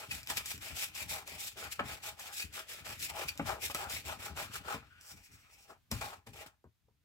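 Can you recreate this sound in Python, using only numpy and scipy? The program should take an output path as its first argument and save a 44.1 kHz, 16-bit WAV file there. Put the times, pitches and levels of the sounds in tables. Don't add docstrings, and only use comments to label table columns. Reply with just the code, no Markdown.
import sys
import numpy as np
from scipy import signal
from scipy.fft import rfft, irfft, next_fast_len
from scipy.io import wavfile
from scipy.ndimage import uniform_filter1d

SR = 44100
rng = np.random.default_rng(int(sys.argv[2]) if len(sys.argv) > 2 else 0)


def unload_wav(signal):
    wavfile.write(
        sys.argv[1],
        SR,
        np.round(np.clip(np.atleast_2d(signal).T, -1, 1) * 32767).astype(np.int16),
    )


def amplitude_ratio(level_db):
    exponent = np.asarray(level_db, float) / 20
    return 10 ** exponent


N = 310464
T = np.arange(N) / SR
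CONTROL_STEP = 32

# f/Hz, density/dB
HUSH_SPECTRUM = [(15, -34), (25, 7), (65, -6.5), (399, -31), (1390, -28.5), (3410, -29.5), (10100, -37.5),
                 (13600, -35), (15200, -33), (16500, -54.5)]
HUSH_DB, FADE_FROM_S, FADE_TO_S, FADE_DB = -71, 5.7, 6.6, -7
ROOM_T60_S, ROOM_DB = 0.14, -8.5
# f/Hz, left minus right/dB
PORT_BALANCE = [(60, 5.5), (110, 4.5), (200, 3.0), (380, 2.0), (700, 3.0), (1290, 4.0), (2380, 3.0),
                (4400, 1.5), (8120, 0.5), (15000, 0.5)]
PORT_LEAD_S = 0.00016
MIC_LOW_HZ, TREBLE_END_HZ = 50, 15900

# f/Hz, density/dB
SHEET_SPECTRUM = [(2120, -37), (3600, -6.5), (4110, -9), (5350, -3.5), (6260, -7), (7650, -2.5),
                  (9200, -15.5), (12000, -22), (20200, -120)]
# f/Hz, density/dB
FIZZ_SPECTRUM = [(5290, -29), (9000, -7), (11900, -3.5), (15100, -3), (15900, -7)]
# f/Hz, density/dB
ROLL_SPECTRUM = [(940, -23), (1600, -10.5), (1990, -6), (2520, 1.5), (2730, -3), (4000, -14.5),
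                 (5200, -33.5), (8800, -120)]
# f/Hz, density/dB
PANEL_SPECTRUM = [(210, -32.5), (360, -8), (511, -7), (642, -1), (706, -4.5), (808, 4.5), (960, -3),
                  (1370, 0.5), (1900, -14), (2600, -29), (4400, -120)]
# f/Hz, density/dB
HOOP_SPECTRUM = [(21, -31.5), (35, 0), (80, 9.5), (187, -2), (311, -4), (345, -20.5), (420, -7),
                 (550, -37.5), (920, -120)]
# f/Hz, density/dB
SKIN_SPECTRUM = [(2120, -41), (3600, -15.5), (4530, -12), (5560, -3), (6340, -11), (7680, -6),
                 (10600, -14.5), (13900, -15), (15900, -9)]
# f/Hz, density/dB
THUD_SPECTRUM = [(80, -15), (170, -9), (450, -19.5), (900, -2), (1700, -9), (3200, -10), (6000, -47)]
# f/Hz, width/Hz, level/dB
ROLL_RINGS = [(2530, 97, 5), (4370, 390, -2.5), (5060, 130, -11), (7300, 540, -13)]
# f/Hz, level/dB, t60/s
PANEL_MODES = [(386, -20.5, 0.03), (642, 0, 0.088), (811, 2, 0.078), (976, -7, 0.06), (1216, -9, .05),
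               (1400, 3, 0.045), (1700, -7, 0.053)]
# f/Hz, level/dB, t60/s
HOOP_MODES = [(85, -33, 0.16), (133, -7.5, 0.97), (189, 14, 0.11), (245, 12.5, 0.16), (294, 21.5, 0.073)]
# f/Hz, level/dB, t60/s
TABLE_MODES = [(124, 2, 0.25), (243.5, 4, 0.12), (336, -12, 0.046)]
# f/Hz, width/Hz
PANEL_ZONES = [(430, 260), (800, 380), (1400, 460)]
# multiple of pitch, level/dB
SQUEAK_PARTIALS = [(1, 3.5), (1.84, -3.5), (2.3, -14.5)]

# t/s, length/ms, crackle at start/dB, at end/dB, panel re crackle/dB
SKIMS = [(0.117, 77, -46.5, -56, -8), (0.271, 36, -64.5, -42.5, -2), (0.375, 47, -39.5, -59, -1.0),
         (0.462, 52.6, -52, -43.0, -16), (0.627, 88, -51, -54.5, -0.5), (0.766, 74, -46, -41.5, -14),
         (0.955, 69, -51, -48.5, -2.0), (1.102, 83, -43.5, -49.5, -9.5), (1.276, 76, -53.5, -55.5, 0),
         (1.395, 81, -50, -45, -20.5), (1.727, 14, -42.5, -55, -15), (2.038, 53, -49.5, -49.5, -8),
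         (2.194, 91, -55.5, -54.5, -2.5), (2.335, 81, -50.0, -43.5, -21), (2.698, 99, -48.5, -60, -4),
         (3.0, 48, -49, -43, -15.5), (3.289, 17, -42, -56, -33), (3.622, 31, -47.5, -40, -12.5),
         (3.905, 69, -45, -47.5, -6.5), (4.197, 68, -60, -49.0, -0.5), (4.493, 64, -71.5, -48, 3.5)]
# t/s, length/ms, crackle at start/dB, at end/dB, panel re crackle/dB
PRESSES = [(-0.024, 76, -47, -59, -3), (1.577, 75, -53, -52.5, -1), (1.79, 7.1, -87, -61, 24),
           (1.851, 75, -57, -47.5, -2), (2.541, 53, -52, -50.5, -2), (2.856, 68.5, -52.5, -52.0, -0.5),
           (3.102, 15.0, -48.5, -64, 4.5), (3.145, 78, -56, -47, -0.5), (3.375, 50, -68, -64, 6.5),
           (3.465, 62, -49.5, -51.5, 5), (3.712, 16, -47.5, -65, -9), (3.751, 89, -49, -54.5, -1),
           (4.058, 65, -52.5, -52.5, 2.5), (4.376, 62, -49, -52.5, 1.5), (4.652, 73, -62.0, -49, 5)]
# t/s, length/ms, crackle at start/dB, at end/dB, panel re crackle/dB
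JOLTS = [
    (5.916, 95, -48.5, -61.5, -1.5),
    (6.014, 128.5, -50.5, -64, 6.5),
    (6.268, 22, -63.5, -66, 1),
    (6.334, 91, -61.5, -59, 3.5),
    (6.464, 26.7, -59.5, -75, 1),
]
# t/s, length/ms, rub at start/dB, at end/dB, panel re rub/dB
FINGERS = [
    (5.014, 106, -67.5, -54.5, -13.5),
    (5.172, 53.4, -65.5, -78, -3),
    (5.24, 24.0, -63.5, -65, -32),
    (5.321, 29.0, -68, -65.5, -21),
    (5.391, 109.0, -73, -87, -26),
    (5.51, 31.0, -73, -65.5, -17),
    (5.583, 55.3, -71, -67, -31),
    (5.684, 22.0, -74.5, -66, 9.5),
]
# rise/(dB/s), fall/(dB/s), share of level drift reaching the panel, late panel swell/dB
SKIM_MOTION = (800, 368, 0.66, 0.42)
PRESS_MOTION = (880, 306, 0.81, 5)
JOLT_MOTION = (2700, 370, 1.2, 2.5)
SLIDE_MOTION = (860, 540, 1.4, 1.1)
SWELL_AT, SWELL_WIDTH = 0.79, 0.4
PANEL_LINGERS = 0.68

# t/s, level/dB, decay/(dB/s)
ROCKS = [(-0.02, -62, 30), (0.085, -51.5, 88), (0.288, -59.5, 26), (0.538, -52.5, 82), (0.707, -49, 183),
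         (0.878, -64, 38), (1.019, -50, 69), (1.323, -56.5, 95), (1.509, -62.5, 22.5), (1.643, -53, 295),
         (1.802, -41.5, 110), (2.044, -64.5, 33), (2.444, -51.5, 100.0), (2.696, -66.5, 21),
         (2.808, -52.5, 64), (3.006, -55.5, 33), (3.25, -51.5, 220), (3.404, -40.5, 105),
         (3.622, -56.5, 18), (3.864, -54.0, 54), (4.05, -54.5, 32), (4.297, -50, 40.5),
         (4.541, -61.0, 40.0), (4.744, -50, 174)]
# t/s, level/dB, decay/(dB/s)
NUDGES = [
    (5.138, -50.5, 290.0),
    (5.308, -57.5, 150.0),
    (5.545, -69.5, 60.0),
    (5.709, -78, 59.5),
    (5.925, -41, 138),
    (6.171, -60.5, 400.0),
    (6.28, -53.5, 110.3),
    (6.659, -58, 627),
    (6.835, -75.5, 50.0),
]
ROCK_RISE_DB_S = 801.5

# t/s, panel/dB, hoops re panel/dB, crack re panel/dB, tuning ratio
KNOCKS = [(0.301, -26, -23.5, -6, 1.3), (0.305, -43.5, -29.5, 5, 1.5), (0.371, -42, -22, 7, 1.6),
          (0.381, -44, -25, 9, 1.3), (1.793, -20, -11, -36, 0.92), (3.355, -50.5, -6, 0, 0.72),
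          (3.395, -22.5, -1.5, -31, 0.88), (3.699, -30.5, -22, -12, 0.9), (3.747, -24.5, -35, -2.5, 0.93),
          (4.743, -29.5, -5, -23, 0.72), (5.702, -51, -4, -14, 1.01), (6.012, -32, -36, -5, 0.79),
          (6.461, -42.5, -27, -20, 1.1)]
# t/s, panel/dB, table re panel/dB, crack re panel/dB, tuning ratio
BUMPS = [
    (5.915, -31, 1.5, 6.5, 0.63),
    (6.267, -43.5, -6.5, -12, 0.58),
    (6.641, -47.5, -9, -23, 0.453),
    (6.883, -62.5, -9, -32.5, 0.31),
]
KNOCK_CONTACT_MS, BUMP_CONTACT_MS = 9.5, 13
# t/s, level/dB
SNAPS = [(0.2314, -29), (0.2634, -38.5), (0.273, -22), (0.3075, -24), (0.3718, -15.5), (0.3765, -32),
         (0.382, -34), (0.5783, -29), (1.195, -39), (3.3758, -24.5), (3.494, -26), (4.87, -54.5),
         (5.011, -36)]
# t/s, level/dB
GRABS = [(0.1078, -33.5), (0.4576, -23), (0.95, -28), (1.2753, -30), (2.1951, -31), (2.5267, -41),
         (2.993, -32.5), (3.096, -34), (3.897, -26), (4.365, -38), (4.541, -30.5)]
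# t/s, level/dB, length/ms, f/Hz
SQUEAKS = [
    (0.108, -35, 10, 2480),
    (2.3934, -33, 13, 2490),
    (2.418, -36, 13, 2530),
    (2.4288, -36, 5.1, 2520),
    (3.2844, -28, 8.7, 2500),
    (3.96, -37, 12, 2200),
]
SQUEAK_WIDTH_HZ = 86
# from t/s, to t/s, f/Hz, level/dB
CREAKS = [
    (4.906, 5.011, 1480, -66),
    (5.441, 5.507, 1260, -70),
]

PANEL_DB, FIZZ_DB, ROLL_DB, HAND_ROLL_DB, HOOPS_DB = -1, -0.5, 1.5, -5, -2.5
ROLL_FROM_PANEL = 0.27
FIZZ_STEEPER, FIZZ_PIVOT_DB = 0.054, -43
ZONE_SWING_DB, ZONE_PER_S = 4, 11
REST_PANEL_DB, REST_ROLL_DB, REST_RUB_DB, REST_ENDS_S = -80.5, -70.5, -79.5, 5.75


def unit(x):
    return x / np.sqrt(np.mean(x ** 2))


def shape(points, hz):
    f, db = np.transpose(points)
    return np.interp(np.log(hz + 1), np.log(f + 1), db)


def colour(x, points):
    gain_db = shape(points, np.linspace(0, SR / 2, 2049))
    cepstrum = irfft(np.log(amplitude_ratio(gain_db)))
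    cepstrum[1:2048] *= 2
    cepstrum[2049:] = 0
    response = irfft(np.exp(rfft(cepstrum)))
    response = response / np.sqrt(np.sum(response ** 2))
    y = signal.oaconvolve(np.atleast_2d(x), response[None], axes=1)
    return y[:, :x.shape[-1]].reshape(x.shape)


def band(x, hz, width_hz):
    return signal.lfilter(*signal.iirpeak(hz, hz / width_hz, fs=SR), x)


def crisp(x):
    return colour(x, SHEET_SPECTRUM) + 0.66 * colour(x, FIZZ_SPECTRUM)


def ring(modes, tuning, t):
    hz, db, t60 = np.transpose(modes)[:, :, None]
    sines = np.sin(2 * np.pi * hz * tuning * t)
    y = np.sum(amplitude_ratio(db) * sines * amplitude_ratio(-60 * t / t60), axis=0)
    return y / np.max(np.abs(y))


def walk(per_s):
    hold = int(SR / per_s)
    levels = np.repeat(rng.standard_normal(N // hold + 1), hold)
    return unit(uniform_filter1d(levels, hold)[:N])


def add(out, s, y):
    i = int(s * SR)
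    out[i:i + len(y)] += y[:N - i]


def power_sum(db):
    return 10 * np.log10(np.sum(10 ** (db / 10), axis=0) + 1e-12)


def motion(table, kind):
    s, ms, start_db, end_db, panel_db = np.transpose(table)[:, :, None]
    rise_db_s, fall_db_s, share, swell_db = kind
    t = T[::CONTROL_STEP]
    along = (t - s) * 1000 / ms
    before_db = rise_db_s * np.maximum(s - t, 0)
    after_db = fall_db_s * np.maximum(t - s - ms / 1000, 0)
    drift_db = (end_db - start_db) * (np.clip(along, 0, 1) - 0.5)
    middle_db = (start_db + end_db) / 2 - before_db
    late_db = swell_db * np.exp(-((along - SWELL_AT) / SWELL_WIDTH) ** 2)
    crackle = middle_db + drift_db - after_db
    panel = middle_db + panel_db + share * drift_db + late_db - PANEL_LINGERS * after_db
    return np.array([np.interp(T, t, power_sum(db)) for db in (crackle, panel)])


def strands(per_s, spread_db, patchy_db, apart):
    when, sign = rng.random((3, N)), rng.standard_normal((3, N))
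    size = rng.exponential(size=(3, N))
    strength = amplitude_ratio(spread_db * size + patchy_db * walk(90))
    both, left, right = (when < per_s / SR) * sign * strength
    return unit(np.sqrt(1 - apart) * both + np.sqrt(apart) * np.array([left, right]))


def quiet():
    common, left, right = rng.standard_normal((3, N))
    level_db = HUSH_DB + np.interp(T, [FADE_FROM_S, FADE_TO_S], [0, FADE_DB])
    hush = np.array([colour(0.6 * common + 0.99 * own, HUSH_SPECTRUM) for own in (left, right)])
    return amplitude_ratio(level_db) * hush


def bedroom(x):
    t = T[:SR // 2]
    tails = rng.standard_normal((2, len(t))) * amplitude_ratio(-60 * t / ROOM_T60_S) * (t > 0.003)
    tails = signal.sosfilt(signal.butter(2, 500, "high", fs=SR, output="sos"), tails)
    tails = tails / np.sqrt(np.sum(tails[0] ** 2))
    return amplitude_ratio(ROOM_DB) * signal.fftconvolve(x[None], tails, axes=1)[:, :N]


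def ports(x):
    size = next_fast_len(N + SR)
    hz = np.fft.rfftfreq(size, 1 / SR)
    half = amplitude_ratio(shape(PORT_BALANCE, hz) / 2) * np.exp(1j * np.pi * hz * PORT_LEAD_S)
    return irfft(rfft(x, size) * np.array([half, 1 / half]), size)[:, :N]


def fingers(hand):
    rub = strands(per_s=11000, spread_db=-2.0, patchy_db=0.5, apart=0.47)
    gain = amplitude_ratio(hand[0] + 4.5) + amplitude_ratio(REST_RUB_DB) * (T < REST_ENDS_S)
    out = colour(rub * gain, SKIN_SPECTRUM)
    for start, end, hz, db in CREAKS:
        on = uniform_filter1d(1.0 * ((T > start) & (T < end)), size=600)
        out += amplitude_ratio(db) * unit(band(rng.standard_normal(N), hz, 84)) * on
    return out


def axle():
    out, t = np.zeros(N), T[:SR // 10]
    for s, db, ms, hz in SQUEAKS:
        along = t * 1000 / ms
        chatter = rng.standard_normal(len(t)) * along ** 0.3 * np.exp(-along ** 3)
        for multiple, part_db in SQUEAK_PARTIALS:
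            add(out, s, amplitude_ratio(db + part_db) * band(chatter, hz * multiple, SQUEAK_WIDTH_HZ))
    return 7 * out


def knocks(table, low_modes, contact_ms):
    out, t = np.zeros(N), T[:SR // 3]
    for s, db, low_db, crack_db, tuning in table:
        rattle, hiss = rng.standard_normal((2, len(t)))
        push = rattle * np.exp(-t * 1000 / contact_ms)
        panel = signal.fftconvolve(push, ring(PANEL_MODES, tuning, t))[:len(t)]
        thud = colour(push, np.multiply(THUD_SPECTRUM, [tuning, 1]))
        low = ring(low_modes, 0.94, t) * (1 - np.exp(-t / 0.0045))
        crack = crisp(hiss * (0.45 * np.exp(-t / 0.0008) + 0.16 * np.exp(-t / 0.007)))
        body = 0.22 * panel / np.max(np.abs(panel)) + 0.44 * thud / np.max(np.abs(thud))
        add(out, s, 1.405 * amplitude_ratio(db) * (body + amplitude_ratio(low_db) * low + amplitude_ratio(crack_db) * crack))
    return out


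def snaps():
    out, t = np.zeros(N), T[:SR // 10]
    tick = 0.26 * (np.exp(-t / 0.00054) + 0.12 * np.exp(-t / 0.018))
    grab = 0.18 * np.exp(-t / 0.0074)
    for table, envelope in ((SNAPS, tick), (GRABS, grab)):
        for s, db in table:
            add(out, s, amplitude_ratio(db) * rng.standard_normal(len(t)) * envelope)
    return crisp(out) + 0.53 * colour(out, ROLL_SPECTRUM)


def rocking():
    s, db, decay_db_s = np.transpose(ROCKS + NUDGES)[:, :, None]
    t = T[::CONTROL_STEP]
    rise_db = ROCK_RISE_DB_S * np.maximum(s - t, 0)
    decay_db = decay_db_s * np.maximum(t - s, 0)
    return amplitude_ratio(HOOPS_DB + np.interp(T, t, power_sum(db - rise_db - decay_db)))


def hollow(crackle_db, panel_db):
    return crackle_db + ROLL_FROM_PANEL * (panel_db - crackle_db)


def peeling(hand):
    strokes = [motion(SKIMS, SKIM_MOTION), motion(PRESSES, PRESS_MOTION), motion(JOLTS, JOLT_MOTION)]
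    crackle, press = power_sum(np.array(strokes))
    held = uniform_filter1d(1.0 * (T < REST_ENDS_S), size=3000)
    fine = strands(per_s=9000, spread_db=1.17, patchy_db=1.61, apart=0.82)
    coarse = strands(per_s=3600, spread_db=2, patchy_db=2.0, apart=0.26)

    fizz = crackle + FIZZ_DB + FIZZ_STEEPER * (crackle - FIZZ_PIVOT_DB)
    sheet = colour(fine * amplitude_ratio(crackle), SHEET_SPECTRUM) + colour(fine * amplitude_ratio(fizz), FIZZ_SPECTRUM)

    roll_gain = amplitude_ratio(hollow(crackle, press) + ROLL_DB) + amplitude_ratio(hollow(*hand) + HAND_ROLL_DB)
    roll = unit(fine + 0.55 * coarse) * (roll_gain + held * amplitude_ratio(REST_ROLL_DB))
    rings = sum(amplitude_ratio(db + 2.4 * walk(24)) * band(roll, hz, width) for hz, width, db in ROLL_RINGS)

    panel = coarse * (amplitude_ratio(press + PANEL_DB) + amplitude_ratio(hand[1]) + held * amplitude_ratio(REST_PANEL_DB))
    drum = sum(amplitude_ratio(db + 5 * walk(9.4)) * band(panel, hz, 2.2 / t60) for hz, db, t60 in PANEL_MODES)
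    body = colour(panel, PANEL_SPECTRUM)
    zones = sum((amplitude_ratio(ZONE_SWING_DB * walk(ZONE_PER_S)) - 1) * band(body, hz, width)
                for hz, width in PANEL_ZONES)

    hoops = strands(per_s=900, spread_db=2, patchy_db=2, apart=0.11) * rocking()
    return (sheet + colour(roll, ROLL_SPECTRUM) + 1.2 * rings + body + zones + 1.3 * drum
            + colour(hoops, HOOP_SPECTRUM))


def hand_echo(x):
    wander_s = 0.00018 * np.array([walk(7), walk(7)])
    lags = SR * np.clip(0.00051 + wander_s, 0, 1)
    n = np.arange(N)
    return x + 0.29 * np.array([np.interp(n - lag, n, channel) for channel, lag in zip(x, lags)])


def scene():
    hand = motion(FINGERS, SLIDE_MOTION)
    hits = knocks(KNOCKS, HOOP_MODES, KNOCK_CONTACT_MS) + knocks(BUMPS, TABLE_MODES, BUMP_CONTACT_MS)
    hits = hits + snaps() + axle()
    shade = 1.121 * hand_echo(fingers(hand) + peeling(hand)) + hits
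    return quiet() + bedroom(shade.mean(axis=0)) + ports(shade)


def low_pass(x):
    return signal.sosfilt(signal.butter(12, 16960, fs=SR, output="sos"), x)


def record(dry):
    low = signal.butter(4, MIC_LOW_HZ, "high", fs=SR, output="sos")
    top = signal.ellip(12, 0.2, 45, TREBLE_END_HZ, fs=SR, output="sos")
    mix = signal.sosfilt(np.vstack([low, top]), dry)
    return low_pass(mix)


dry = scene()
out = record(dry)
unload_wav(out)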